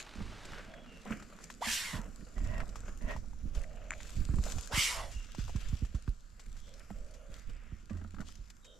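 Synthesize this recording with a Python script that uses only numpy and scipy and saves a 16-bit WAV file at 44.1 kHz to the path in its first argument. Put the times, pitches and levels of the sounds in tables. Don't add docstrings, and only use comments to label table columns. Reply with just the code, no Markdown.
import sys
import numpy as np
from scipy import signal
from scipy.fft import rfft, irfft, next_fast_len
from scipy.io import wavfile
from scipy.ndimage import uniform_filter1d

SR = 44100
rng = np.random.default_rng(int(sys.argv[2]) if len(sys.argv) > 2 else 0)


def transcribe(u):
    v = np.clip(np.atleast_2d(u).T, -1, 1)
    q = np.round(v * 32767).astype(np.int16)
    wavfile.write(sys.argv[1], SR, q)


N = 387638
TIME = np.arange(N) / SR


def amp(db):
    return 10 ** (np.asarray(db) / 20)


def unit(x):
    return x / np.sqrt(np.mean(x ** 2) + 1e-20)


def read(points, hz):
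    f, db = np.transpose(points)
    return np.interp(np.log(hz + 1), np.log(f + 1), db)


def level(table, axis):
    rows = np.array(table)
    return amp(np.interp(TIME, rows[:, 0], rows[:, axis]))


def colour(x, spectrum):
    size = next_fast_len(x.shape[-1])
    gain = amp(read(spectrum, np.fft.rfftfreq(size, 1 / SR)))
    return unit(irfft(rfft(x, size) * gain, size)[..., :x.shape[-1]])


def smooth_patches(shape, bins, frames):
    across = uniform_filter1d(rng.standard_normal(shape), size=bins, axis=0)
    return unit(uniform_filter1d(across, size=frames, axis=1))


def ports(pair, side_db, right_db):
    mid, side = pair[0], amp(side_db) * pair[1]
    return np.array([(mid + side) * amp(-right_db / 2), (mid - side) * amp(right_db / 2)])


def add(mix, s, sound):
    part = mix[..., max(round(s * SR), 0):][..., :sound.shape[-1]]
    part += sound[..., :part.shape[-1]]


def sine(hz, t):
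    return np.sin(2 * np.pi * hz * t)


def friction(per_s, spread_db, grain_s, smooth):
    sizes = amp(spread_db * np.minimum(rng.exponential(1, N), 3.5))
    slips = (rng.random(N) < per_s / SR) * sizes
    power = signal.lfilter([1], [1, -np.exp(-1 / (grain_s * SR))], slips ** 2)
    return np.sqrt(power / power.mean() + smooth ** 2) * rng.standard_normal((2, N))


def swells(rows, axis):
    power = np.zeros(N)
    for row in rows:
        s, rise_s, t60 = row[:3]
        t = np.arange(0, rise_s + t60, 1 / SR)
        decay = amp(row[axis] - 60 * np.maximum(t - rise_s, 0) / t60)
        add(power, s, (np.minimum(t / rise_s, 1) * decay) ** 2)
    return np.sqrt(power)


# time_s, rubbing_right_db, leaves_right_db
CONTACT_LEAN = [(.4, -1.5, -1), (1.1, 2.5, -2), (1.9, 2, -1.5), (2.5, 4.5, -3.5), (3.3, 0.5, -3.5),
                (3.9, 6.5, -2.5), (4.5, 0.5, -3), (5.7, 5, -4), (7, 3, -2), (8.2, 6.5, -3.5), (8.78, 3, -2)]


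def lean(axis):
    return 20 * np.log10(level(CONTACT_LEAN, axis=axis))


# pitch_hz, density_db (per Hz)
AIR_SPECTRUM = [(20, 11.5), (200, -6), (400, -19.5), (900, -15.5), (1400, -6.5), (3000, -37), (7500, -31),
                (9000, -46), (12500, -30), (16000, -51)]


def outdoors():
    return amp(-67.5) * ports(colour(rng.standard_normal((2, N)), AIR_SPECTRUM), side_db=-4.5, right_db=0.0)


# pitch_hz, density_db (per Hz)
RUMBLE_SPECTRUM = [(8, 2), (22, 6.5), (38, 7), (60, -4), (100, -12.5), (140, -18), (400, -67)]
# pitch_hz, density_db (per Hz)
CASE_SPECTRUM = [(50, -2.5), (120, -3.5), (210, 5.5), (300, -4), (420, -13.5), (700, -23), (1500, -55)]
# time_s, level_db
HAND_TREMBLE = [(0, -57), (1.0, -56.5), (1.55, -57.5), (2.1, -49), (2.3, -51), (3.2, -41.5), (4.0, -46),
                (4.85, -48.5), (5.9, -45.5), (6.3, -52), (6.8, -52), (7.6, -50.5), (8.35, -51),
                (8.78, -62.5)]
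# time_s, level_db
FINGER_GRIP = [(0, -84), (.7, -54.5), (1.5, -57.5), (3.8, -58), (5.2, -61.5), (6.2, -68.5), (7.6, -62),
               (8.78, -69)]
# start_s, rise_s, t60_s, rumble_db, rubbing_db
CAMERA_JOLTS = [(.15, 0.052, 0.73, -39, -44.5), (.41, 0.1, 1.16, -47, -48), (1.04, 0.062, 0.46, -58, -39.5),
                (1.65, 0.058, 0.27, -48, -60), (1.95, 0.034, 0.43, -38, -45),
                (2.07, 0.016, 0.21, -44, -44.5), (2.17, 0.027, 0.21, -50.5, -50),
                (2.36, 0.061, 1.2, -31.5, -43), (2.52, 0.062, 0.5, -35.5, -46),
                (2.8, 0.086, 0.59, -39.5, -49.5), (3.0, 0.057, 0.61, -38, -42.5),
                (3.42, 0.033, 0.56, -34, -48), (3.53, 0.054, 0.29, -30, -50.5),
                (4.11, 0.1, 0.42, -30, -46.5), (4.28, 0.062, 0.71, -28, -41),
                (4.53, 0.037, 0.058, -29, -49), (4.91, 0.078, 1.2, -41.5, -71),
                (5.12, 0.058, 0.26, -38.5, -72), (5.39, 0.02, 1.6, -36, -59), (5.61, 0.1, 0.19, -31.5, -75),
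                (6.45, 0.036, 1.1, -40.5, -60), (6.92, 0.062, 0.52, -37, -60.5),
                (7.26, 0.067, 0.21, -42, -55), (7.44, 0.053, 0.52, -37, -57.5),
                (7.9, 0.054, 0.72, -45, -48), (8.14, 0.065, 0.29, -40.5, -43.5)]


def handling():
    shake = colour(rng.standard_normal((2, N)), RUMBLE_SPECTRUM)
    shake /= np.sqrt(uniform_filter1d(shake ** 2, size=2600, axis=1))
    shake *= np.hypot(level(HAND_TREMBLE, axis=1), swells(CAMERA_JOLTS, axis=3))
    rub = colour(friction(per_s=160, spread_db=3.0, grain_s=0.0085, smooth=0.27), CASE_SPECTRUM)
    rub *= np.hypot(level(FINGER_GRIP, axis=1), swells(CAMERA_JOLTS, axis=4))
    low = ports(shake, right_db=6.0, side_db=-13)
    body = ports(rub, right_db=lean(axis=1), side_db=-10.5)
    return amp(-1.5) * low + amp(-3.5) * body


# time_s, level_db
BRANCH_SWISH = [(0, -56), (.3, -53), (.55, -52), (.75, -64.5), (1.0, -64), (1.4, -100)]
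# pitch_hz, density_db (per Hz)
BRANCH_SPECTRUM = [(300, 4), (900, 0.5), (1500, 1.5), (2800, -3), (4000, -5), (5500, -9), (8000, -14.5),
                   (15000, -36)]


def branch():
    rustle = colour(friction(per_s=350, spread_db=7.5, grain_s=0.001, smooth=1.8), BRANCH_SPECTRUM)
    return ports(rustle * level(BRANCH_SWISH, axis=1), right_db=0.5, side_db=-41)


# time_s, level_db
BRUSH_MIDDLE = [(0, 4), (.55, 0.5), (.85, 4), (1.15, -0.5), (2.1, -5), (2.9, -3), (3.35, -4.5), (3.8, 1.5),
                (4.1, 0), (4.5, -3.5), (5.3, 4.5), (5.8, 7), (6.25, -1.5), (6.7, -1), (7.1, -3), (7.6, 1),
                (8.25, 2.5), (8.55, -4), (8.78, -4)]
MIDDLE_HZ, MIDDLE_WIDTH_HZ = 3100, 1800


def shifting(x, patchy_db):
    hz, at, z = signal.stft(x, SR, nperseg=512)
    patches = smooth_patches(z.shape[1:], bins=9, frames=32)
    band = np.exp(-((hz[:, None] - MIDDLE_HZ) / MIDDLE_WIDTH_HZ) ** 2)
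    middle = band * np.interp(at, *np.transpose(BRUSH_MIDDLE))
    return signal.istft(z * amp(patchy_db * patches + middle), SR, nperseg=512)[1][:, :N]


# pitch_hz, density_db (per Hz)
SCRAPE_SPECTRUM = [(200, -30), (450, 7), (650, 5), (900, -7), (1350, 4.5), (2100, -3), (3000, -6),
                   (4500, -31), (9000, -33)]
# pitch_hz, density_db (per Hz)
LEAF_SPECTRUM = [(800, -3.5), (2500, 2), (4000, 0.5), (5500, 2.5), (7600, 3.5), (8500, -7), (11000, -12.5),
                 (12300, -10.5), (14000, -35), (16000, -41)]
# pitch_hz, density_db (per Hz)
EDGE_SPECTRUM = [(600, -10), (2500, -0.5), (7600, 3), (9000, -5), (12500, -11.5), (15500, -31)]
# time_s, scrape_db, rustle_db
SCRUB_DENSITY = [(0, -79, -84), (.5, -62, -68.5), (.82, -73, -76), (1.05, -64, -66), (2.25, -63.5, -65.5),
                 (2.85, -59, -66), (3.35, -70.5, -69.5), (3.88, -65.5, -69), (4.05, -63.5, -58),
                 (5.15, -68.5, -66.5), (5.65, -66, -58.5), (5.9, -73, -68.5), (6.2, -77, -70.5),
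                 (6.9, -65.5, -65.5), (7.6, -71, -74.5), (8.1, -78, -73), (8.45, -78, -71.5),
                 (8.78, -89, -69.5)]
# start_s, rise_s, t60_s, scrape_db, rustle_db
DRAGGED_SPRIGS = [(0, 0.00061, 0.1, -45.5, -45), (.5, 0.039, 1, -54, -84), (1.05, 0.073, 0.36, -45.5, -61),
                  (1.39, 0.051, 0.16, -70, -56.5), (1.93, 0.019, 0.54, -45.5, -80),
                  (2.56, 0.044, 0.077, -64, -64), (2.85, 0.035, 0.26, -57.5, -60.5),
                  (3.05, 0.07, 0.32, -54, -64), (3.53, 0.026, 0.45, -56, -57.5),
                  (4.4, 0.09, 0.87, -51, -47), (4.6, 0.031, 0.35, -79, -51),
                  (5.37, 0.029, 0.23, -57, -53.5), (7.29, 0.055, 0.54, -73, -62.5),
                  (8.23, 0.049, 0.51, -74, -59)]


def brush(crackle_db=-6):
    stems = colour(friction(per_s=220, spread_db=10.5, grain_s=0.0067, smooth=1.0), SCRAPE_SPECTRUM)
    stems *= np.hypot(level(SCRUB_DENSITY, axis=1), swells(DRAGGED_SPRIGS, axis=3))
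    rustle = colour(friction(per_s=210, spread_db=5.5, grain_s=0.0033, smooth=1.54), LEAF_SPECTRUM)
    edges = colour(friction(per_s=90, spread_db=6.5, grain_s=0.00058, smooth=0), EDGE_SPECTRUM)
    leaves = amp(-1.14) * rustle + amp(crackle_db) * edges
    leaves *= np.hypot(level(SCRUB_DENSITY, axis=2), swells(DRAGGED_SPRIGS, axis=4))
    both = ports(stems, side_db=-14.5, right_db=-0.5) + ports(leaves, side_db=-12.0, right_db=lean(axis=2))
    return shifting(both, patchy_db=2.2)


# start_s, wood_db, wood_pitch_hz, crisp_db, wood_t60_s
TWIG_TICKS = [(0.067, -38.5, 1130, -74, 0.067), (0.159, -50, 1510, -48, 0.014),
              (.204, -31, 1230, -59, 0.026), (0.452, -40, 1400, -35, 0.01), (.533, -29.5, 1530, -60, 0.026),
              (.738, -33, 1730, -53, 0.026), (0.861, -38.5, 1510, -67, 0.027),
              (1.055, -32, 790, -65, 0.042), (1.106, -30, 1250, -46, 0.044), (1.224, -35, 1500, -46, 0.023),
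              (1.388, -34, 1460, -48, 0.016), (1.501, -29, 1450, -38.5, 0.028),
              (1.683, -19, 1810, -50, 0.01), (2.034, -42, 1400, -67, 0.023),
              (2.380, -30, 860, -46.5, 0.019), (2.443, -58, 1500, -43.5, 0.019),
              (2.602, -26, 1540, -52, 0.032), (2.633, -33.5, 880, -67, .03), (2.691, -47, 1540, -40, 0.011),
              (2.756, -30, 1230, -40, 0.03), (3.106, -50, 700, -49, .066), (3.163, -28.5, 980, -46, 0.033),
              (3.242, -46, 880, -73, 0.028), (3.332, -39, 990, -71, 0.018),
              (3.549, -43.5, 1410, -43.5, 0.044), (3.640, -34.5, 2020, -54, 0.025),
              (4.003, -35.5, 1970, -47, 0.039), (4.137, -60, 1400, -46, 0.0098),
              (4.163, -65, 1500, -42, 0.029), (4.289, -32.5, 1200, -56, 0.014),
              (4.338, -35, 1220, -52, 0.033), (4.384, -32, 1190, -55, 0.028),
              (4.4376, -45, 1800, -29.5, 0.01), (4.46, -46, 1200, -39, .01), (4.467, -34, 855, -59, 0.068),
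              (4.484, -35, 945, -49, 0.015), (4.499, -41, 1300, -32, 0.0099),
              (4.511, -44, 1100, -34, 0.0087), (4.52, -39, 1320, -28.5, 0.011),
              (4.568, -38, 900, -52, .018), (4.583, -29, 960, -33, 0.021), (4.631, -55, 1547, -43, 0.011),
              (5.114, -51, 1503, -42.5, 0.12), (5.243, -45, 1520, -45, 0.026),
              (5.348, -30.5, 990, -41.5, 0.018), (5.389, -45, 1090, -50, 0.06),
              (5.478, -36, 1000, -43.5, 0.032), (5.494, -33, 776, -46, 0.038),
              (5.559, -35, 1110, -40, 0.021), (5.61, -52, 1400, -40, .014), (5.685, -52, 1400, -39, 0.02),
              (5.728, -41, 1250, -49, 0.02), (5.849, -41, 1410, -43.5, 0.022),
              (5.947, -41.5, 1320, -45.5, 0.042), (6.0768, -31.5, 1260, -51, 0.022),
              (6.395, -44, 1550, -42, 0.024), (6.566, -49, 1600, -49.5, 0.051),
              (6.902, -35, 1950, -63, 0.012), (6.904, -29.5, 660, -64, 0.022),
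              (7.138, -64, 1500, -47, 0.039), (7.496, -62, 1315, -47.5, 0.017),
              (7.896, -39.5, 1940, -53, 0.041), (7.914, -48, 1480, -71, 0.03),
              (7.936, -45, 1500, -71, .022), (7.952, -49, 1450, -64, .02), (7.97, -45, 1570, -52, 0.034),
              (7.996, -50, 1480, -68, 0.028), (8.014, -42, 1460, -72, 0.038),
              (8.046, -36, 1290, -80, 0.024), (8.145, -39, 1520, -53, 0.025),
              (8.166, -41, 1350, -70, 0.033), (8.184, -37, 1330, -68, 0.054),
              (8.204, -34, 1410, -44, 0.027), (8.214, -34, 1380, -60, 0.029), (8.222, -42, 980, -70, 0.057),
              (8.29, -42, 1350, -64, 0.025), (8.5011, -61, 1400, -38.5, 0.012),
              (8.645, -66, 1500, -45, 0.026)]


def ticks():
    out, t = np.zeros((2, N)), np.arange(SR // 8) / SR
    for s, wood_db, hz, crisp_db, t60 in TWIG_TICKS:
        wood, crisp = rng.standard_normal((2, 2, len(t)))
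        wood_spectrum = [(hz / 6, -26), (hz * 0.95, -6), (hz, 0), (hz * 0.94, -2),
                         (hz * 1.46, -17), (hz * 2.24, -24), (hz * 7, -46)]
        layers = [(colour(wood, wood_spectrum), wood_db, t60),
                  (colour(crisp, LEAF_SPECTRUM), crisp_db, 3.4 * t60)]
        for grain, db, ring_s in layers:
            decay = amp(-60 * t / ring_s) * (1 - np.exp(-t / 0.00052))
            burst = grain * decay
            energy = np.linalg.norm(decay) / np.linalg.norm(burst, axis=1, keepdims=True)
            add(out, s, amp(db - 10.5) * burst * energy)
    return ports(out, right_db=0.81 * lean(axis=2), side_db=-13.5)


# start_s, level_db, t60_s (scaled for each mode)
CASE_KNOCKS = [(.157, -29, 0.04), (0.205, -25, 0.062), (1.108, -25.5, 0.093), (1.667, -36, 0.16),
               (1.93, -30.5, 0.15), (1.994, -35, 0.081), (2.195, -49, 0.054), (2.56, -37, 0.077),
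               (3.086, -47.5, 0.21), (4.167, -56, 0.073), (6.904, -34.5, 0.12), (7.906, -27, 0.091),
               (8.012, -39, 0.089), (8.046, -35, 0.075), (8.139, -31.5, 0.049), (8.198, -30.5, 0.084)]
# pitch_hz (before a random detune), level_db, share of the ring time
CASE_RINGS = [(96, -6, 1), (210, 4, 0.77), (267, -9, 0.7), (614, -4, 0.28), (1340, -18.5, 0.79)]


def knocks():
    out, t = np.zeros(N), np.arange(SR // 4) / SR
    for s, db, t60 in CASE_KNOCKS:
        ring = np.zeros(len(t))
        detune = 1 + 0.1 * rng.standard_normal(len(CASE_RINGS))
        for (hz, mode_db, share), d in zip(CASE_RINGS, detune):
            ring += amp(mode_db - 60 * t / (t60 * share)) * sine(hz * d, t)
        add(out, s, amp(db) * ring * (1 - np.exp(-t / 0.0091)))
    return out * amp([[-3], [2]])


# start_s, level_db, pitch_hz, t60_s
STEM_TWANGS = [(.205, -44.5, 101.1, 0.7), (2.462, -40.5, 98, 1), (7.925, -35, 85.3, 0.79),
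               (8.141, -41.5, 84.3, 0.7)]


def twangs():
    out, t = np.zeros(N), np.arange(SR // 2) / SR
    for s, db, hz, t60 in STEM_TWANGS:
        add(out, s, amp(db - 60 * t / t60) * (1 - np.exp(-t / 0.0036)) * sine(hz, t))
    return out * amp([[-2.6], [2.1]])


def resonance(rows, t, width_hz):
    s, hz, db = np.transpose(rows)
    r = np.exp(-np.pi * width_hz / SR)
    band = rng.standard_normal((2, len(t))) + 1j * rng.standard_normal((2, len(t)))
    band = signal.lfilter([1], np.poly([r, r]), band)
    band /= np.sqrt(uniform_filter1d(abs(band) ** 2, size=700, axis=1))
    turn = np.exp(2j * np.pi * np.cumsum(np.interp(t, s, hz)) / SR)
    return unit((band * turn).real) * amp(np.interp(t, s, db, left=-np.inf, right=-np.inf))


# start_s, length_s, start_pitch_hz, end_pitch_hz, width_hz, level_db
SOFT_AIR = [(0.662, 0.2, 660, 607, 150, -57.5), (0.681, 0.22, 3370, 3300, 90, -69),
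            (0.846, 0.21, 2820, 2730, 170, -63.5), (3.543, 0.5, 599, 645, 200, -59.5),
            (4.92, 0.2, 680, 613.5, 171, -50.5), (5.114, 0.17, 2820, 2760, 130, -60),
            (5.261, 0.29, 2780, 2810, 111, -70), (6.601, .18, 3310, 3450, 600, -69),
            (6.645, 0.19, 504, 588, 149, -67), (6.929, .48, 551, 569.5, 160, -63.5),
            (7.292, .17, 1360, 1380, 200, -68.5), (7.299, .18, 1815, 1946, 900, -65.5),
            (7.459, .37, 2352, 1855, 1470, -68), (8.615, 0.18, 3800, 3620, 200, -66.5),
            (8.63, 0.17, 3170, 3150, 200, -67), (8.631, .22, 532, 510, 150, -66)]
SOFT_RISE_S, SOFT_FALL_S = 0.043, 0.08


def soft_hisses():
    out = np.zeros((2, N))
    for s, length, from_hz, to_hz, width_hz, db in SOFT_AIR:
        t = np.arange(0, length, 1 / SR)
        flow = np.minimum(t / SOFT_RISE_S, 1) * np.minimum((length - t) / SOFT_FALL_S, 1)
        add(out, s, flow * resonance([(0, from_hz, db), (length, to_hz, db)], t, width_hz))
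    return out


# pitch_hz, density_db (per Hz)
JET_SPECTRUM = [(200, -23), (800, -16), (1450, -18.5), (1900, -12.5), (2300, -2), (3200, -1.5),
                (4200, -5.5), (5800, -5), (8000, -8.5), (10000, -11), (12500, -22), (16000, -32)]
# pitch_hz (at flow 1), width_hz, lift_db
JET_PEAKS = [(2300, 61, 6), (2320, 52, -14), (2890, 37, 11), (3100, 46, 7), (3220, 60, 7), (3630, 200, 4.5),
             (5730, 250, 3.5), (7670, 390, 5), (8700, 74, -6), (12050, 600, 8.5)]
FIZZ_ABOVE_HZ = 810
DULL_START_DB_PER_OCTAVE = 1
HISS_RELEASE_S = 0.046
GAPE_EXPONENT = 0.15
PEAK_GLIDE = 0.025
FLUTTER_DB, SPUTTER_DB = 0.14, 1.8
MOUTH_WIDTH_HZ = 390


def hiss(row, throat_rows, mouth_rows, throat_width_hz):
    start, rise_s, hold_s, length, peak_db, sag_db_per_s, widest, fizz_db = row
    first, last = throat_rows[0][0], throat_rows[-1][0]
    t = np.arange(first, last, 1 / SR)
    age = t - start
    air_left = amp(-sag_db_per_s * np.maximum(age - rise_s - hold_s, 0))
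    flow = np.clip(age / rise_s, 0, 1) * np.clip((length - age) / HISS_RELEASE_S, 0, 1) * air_left
    hz, at, noise = signal.stft(rng.standard_normal((2, len(t))), SR, nperseg=1024, noverlap=896)
    hz, at = hz[:, None], at + first
    force = np.interp(at, t, flow) + 0.0092
    gape = widest * force ** GAPE_EXPONENT
    jet_db = read(JET_SPECTRUM, hz / gape ** (1 / (1 + (hz / 5000) ** 2)))
    for f, width, db in JET_PEAKS:
        jet_db = jet_db + db / (1 + (2 * (hz - f * force ** PEAK_GLIDE) / width) ** 2)
    opened = np.clip((at - start) / rise_s, 0, 1)
    tilt_db = fizz_db - DULL_START_DB_PER_OCTAVE * (1 - opened)
    jet_db = jet_db + tilt_db * np.log2(np.maximum(hz / FIZZ_ABOVE_HZ, 1))
    jet_db = jet_db + 2.6 * smooth_patches(jet_db.shape, bins=6, frames=12)
    shape = amp(jet_db)
    shaped = noise * shape / np.linalg.norm(shape, axis=0)
    jet = signal.istft(shaped, SR, nperseg=1024, noverlap=896)[1][:, :len(t)]
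    throat = resonance(throat_rows, t, throat_width_hz)
    mouth = resonance(mouth_rows, t, MOUTH_WIDTH_HZ)
    out = unit(jet) * amp(peak_db) * flow + throat + mouth
    flutter = unit(uniform_filter1d(rng.standard_normal(len(t)), size=200))
    return first, out * amp((FLUTTER_DB + SPUTTER_DB * (0.5 - air_left)) * flutter)


# time_s, pitch_hz, level_db (relative)
GLOTTIS_SQUEAK = [(1.611, 450, -56), (1.619, 620, -38), (1.624, 860, -30), (1.628, 1000, -30),
                  (1.631, 1060, -44), (1.64, 1150, -54)]


def squeak(gain_db=-3.0):
    s, hz, db = np.transpose(GLOTTIS_SQUEAK)
    t = np.arange(s[0], s[-1], 1 / SR)
    turns = np.cumsum(np.interp(t, s, hz)) / SR
    return s[0], amp(gain_db + np.interp(t, s, db)) * np.sin(2 * np.pi * turns)


def thicket(x, wet_db, t60, count=60):
    t = np.arange(SR // 20) / SR
    taps = np.zeros(len(t))
    taps[rng.integers(20, len(t), count)] = rng.choice([-1., 1.], count)
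    taps *= amp(-60 * t / t60)
    echoes = signal.oaconvolve(x, taps[None] / np.linalg.norm(taps), axes=1)[:, :N]
    return x + amp(wet_db) * echoes


# start_s, rise_s, hold_s, length_s, peak_flow_db,
# sag_db_per_s (as the air runs out), widest_gape (factor on the jet spectrum), fizz_db_per_octave
SHARP_HISSES = [(1.606, 0.11, 0.016, 0.408, -33.5, 70.5, 0.69, 1.5),
                (4.711, 0.083, 0.043, 0.51, -30.5, 112, 0.9, 0.8)]
# time_s, pitch_hz, level_db
THROAT_CURVES = [
    [(1.606, 430, -60), (1.616, 590, -48), (1.621, 760, -43), (1.627, 930, -41), (1.632, 1050, -41),
     (1.642, 1180, -44), (1.665, 802, -47), (1.75, 1065, -61.5), (1.85, 1041, -58.5), (1.95, 1026, -51.5),
     (2.04, 895, -63)],
    [(4.696, 635, -64), (4.714, 668, -45.5), (4.73, 1019, -42), (4.76, 1124, -42), (4.79, 1190, -45),
     (4.85, 1249, -54), (4.92, 1130, -45), (4.97, 1090, -49), (5.0, 990, -44), (5.05, 880, -53),
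     (5.11, 740, -63), (5.16, 640, -85)],
]
# time_s, pitch_hz, level_db
MOUTH_CURVES = [
    [(1.615, 1300, -57), (1.635, 1950, -48), (1.655, 2150, -42), (1.68, 1700, -43), (1.71, 1700, -44),
     (1.77, 1820, -59), (1.82, 1800, -54), (1.855, 2150, -44), (1.89, 2020, -47), (1.96, 1850, -52),
     (2.03, 1800, -67)],
    [(4.715, 1400, -57), (4.745, 1700, -40), (4.762, 2150, -39.5), (4.80, 2220, -34), (4.835, 2300, -45),
     (4.87, 2180, -36), (4.92, 2130, -49), (4.98, 2050, -56), (5.08, 1900, -62)],
]
THROAT_WIDTHS = [300, 530]


def snake():
    out = soft_hisses()
    for shape in zip(SHARP_HISSES, THROAT_CURVES, MOUTH_CURVES, THROAT_WIDTHS):
        add(out, *hiss(*shape))
    add(out[0], *squeak())
    return ports(thicket(out, t60=0.66, wet_db=-14.0), right_db=1.05, side_db=-14.0)


# start_s, level_db, pitch_drop_hz (above the resting pitch), peak_s, glide_s (pitch decay constant)
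STEM_THUMPS = [(1.941, -33, 338, 0.012, 0.0082), (2.363, -26.5, 120, 0.024, 0.0036),
               (3.033, -31, 110, 0.015, 0.0035), (3.149, -38.5, 300, 0.0082, 0.0085),
               (3.172, -34.5, 130, 0.0081, 0.004), (3.455, -36.5, 338, 0.0046, 0.0041),
               (3.564, -38, 185, 0.012, 0.005), (4.165, -33, 302, 0.014, 0.0059),
               (4.184, -33.5, 323, 0.013, 0.0059), (4.207, -34.5, 330, 0.0089, 0.0074),
               (4.289, -23, 432, 0.015, 0.0052), (4.336, -26, 448, 0.0099, 0.0053),
               (4.382, -22, 430, 0.019, 0.0048), (4.57, -36.5, 260, 0.015, 0.0095),
               (4.731, -29.5, 385, 0.017, 0.0051), (4.772, -28, 382, 0.0098, 0.0071),
               (5.157, -37, 90.5, 0.023, 0.0093), (5.382, -31.5, 463, 0.0099, 0.0066),
               (5.55, -25, 365, 0.012, 0.0065), (5.726, -26, 332, 0.012, 0.0064),
               (5.821, -24, 320, 0.017, 0.0059), (5.942, -25.5, 415, .015, 0.0053),
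               (6.077, -24, 483, 0.016, 0.0047), (7.294, -42, 302, 0.017, 0.0063),
               (7.721, -34, 366, 0.013, 0.0054), (8.388, -37.5, 282, 0.018, 0.0046)]


def thumps(rest_hz=37, steep=2.2, rattle_db=-13):
    out, t = np.zeros(N), np.arange(SR // 6) / SR
    for s, db, hz, peak_s, glide in STEM_THUMPS:
        turns = np.cumsum(rest_hz + hz * np.exp(-t / glide)) / SR
        swell = (t / peak_s * np.exp(1 - t / peak_s)) ** steep
        first = 0.21 * (1 - np.exp(-t / 0.0014)) * np.exp(-t / 0.0014)
        tone = (swell + first) * np.sin(2 * np.pi * turns)
        rattle = colour(rng.standard_normal(len(t)), CASE_SPECTRUM)
        rattle *= (1 - np.exp(-t / 0.0077)) * np.exp(-t / 0.016)
        add(out, s, amp(db) * (tone + amp(rattle_db) * rattle))
    return out * amp([[-2.8], [2.2]])


# time_s, level_db
CASE_SCUFFS = [
    [(2.36, -60), (2.42, -61), (2.51, -50.5), (2.59, -49.5), (2.62, -47.5), (2.66, -87)],
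    [(3.01, -58.5), (3.06, -54.5), (3.11, -40.5), (3.15, -52.5), (3.19, -68)],
    [(7.9, -63.5), (7.98, -71), (8.05, -71), (8.08, -77)],
]
# pitch_hz, width_hz, level_db
SCUFF_RESONANCES = [(628, 66, -0.5), (1010, 82, -8), (1630, 1080, -16), (1905, 90, -4.5), (2680, 100, -16)]


def scuffs():
    hz = np.geomspace(100, 16000, num=200)
    power = sum(amp(db) ** 2 / (1 + ((hz - f) / width) ** 2) ** 2 for f, width, db in SCUFF_RESONANCES)
    spectrum = np.c_[hz, 10 * np.log10(power)]
    drag = colour(friction(per_s=310, spread_db=2.0, grain_s=0.0013, smooth=0.89), spectrum)
    force = np.zeros(N)
    for rows in CASE_SCUFFS:
        force += level(rows, axis=1) * (TIME > rows[0][0]) * (TIME < rows[-1][0])
    return ports(drag * force, side_db=-7.5, right_db=1.5)


# start_s, level_db, wood_pitch_factor, crisp_top_db
STICK_CRACKS = [(3.907, -22, 0.91, -0.5), (3.911, -41, 0.85, -4), (3.9182, -33, 0.48, -10),
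                (3.9188, -28, 0.72, -10), (3.924, -42, 0.78, -4), (3.927, -40, 0.77, -2),
                (3.9295, -34, 0.85, -4), (3.936, -30.5, 0.92, -14)]
# pitch_hz (before the stage's factor), level_db, t60_s
STICK_WOOD = [(1660, -4, 0.0072), (2540, -1.5, 0.0084)]
# pitch_hz, level_db, t60_s
STICK_CRISP = (7150, -8, 0.0057)


def crack():
    out, t = np.zeros((2, N)), np.arange(SR // 30) / SR
    top_hz, top_db, top_t60 = STICK_CRISP
    for s, db, pitch, crisp_db in STICK_CRACKS:
        wood = np.zeros(len(t))
        for k, (hz, mode_db, t60) in enumerate(STICK_WOOD):
            wood += (-1) ** k * amp(mode_db - 60 * t / t60) * sine(hz * pitch, t)
        top = amp(top_db + crisp_db - 60 * t / top_t60) * sine(top_hz, t)
        both = wood * amp([[0.4], [-0.4]]) + top * amp([[4], [-8]])
        add(out, s, amp(db) * (1 - np.exp(-t / 0.000082)) * both)
    return out


def scene():
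    scrub = outdoors() + handling() + branch() + brush() + ticks() + knocks() + twangs()
    return scrub + snake() + thumps() + scuffs() + crack()


# pitch_hz, side_gain_db
PAIR_WIDTH = [(70, 1), (140, 2), (250, 5.5), (500, 3.5), (2000, 4.5), (4500, 3), (7000, 8.5), (9500, -0.5),
              (12000, 5.5)]
EDGE_HZ = 15650


def record(dry):
    mid, size = dry.mean(0), next_fast_len(N)
    gain = amp(read(PAIR_WIDTH, np.fft.rfftfreq(size, 1 / SR)))
    side = irfft(rfft(dry[0] - mid, size) * gain, size)[:N]
    lowpass = signal.firwin(511, EDGE_HZ, window=("kaiser", 9), fs=SR)
    return signal.oaconvolve(np.array([mid + side, mid - side]), lowpass[None], "same")


dry = scene()
out = record(dry)
transcribe(out)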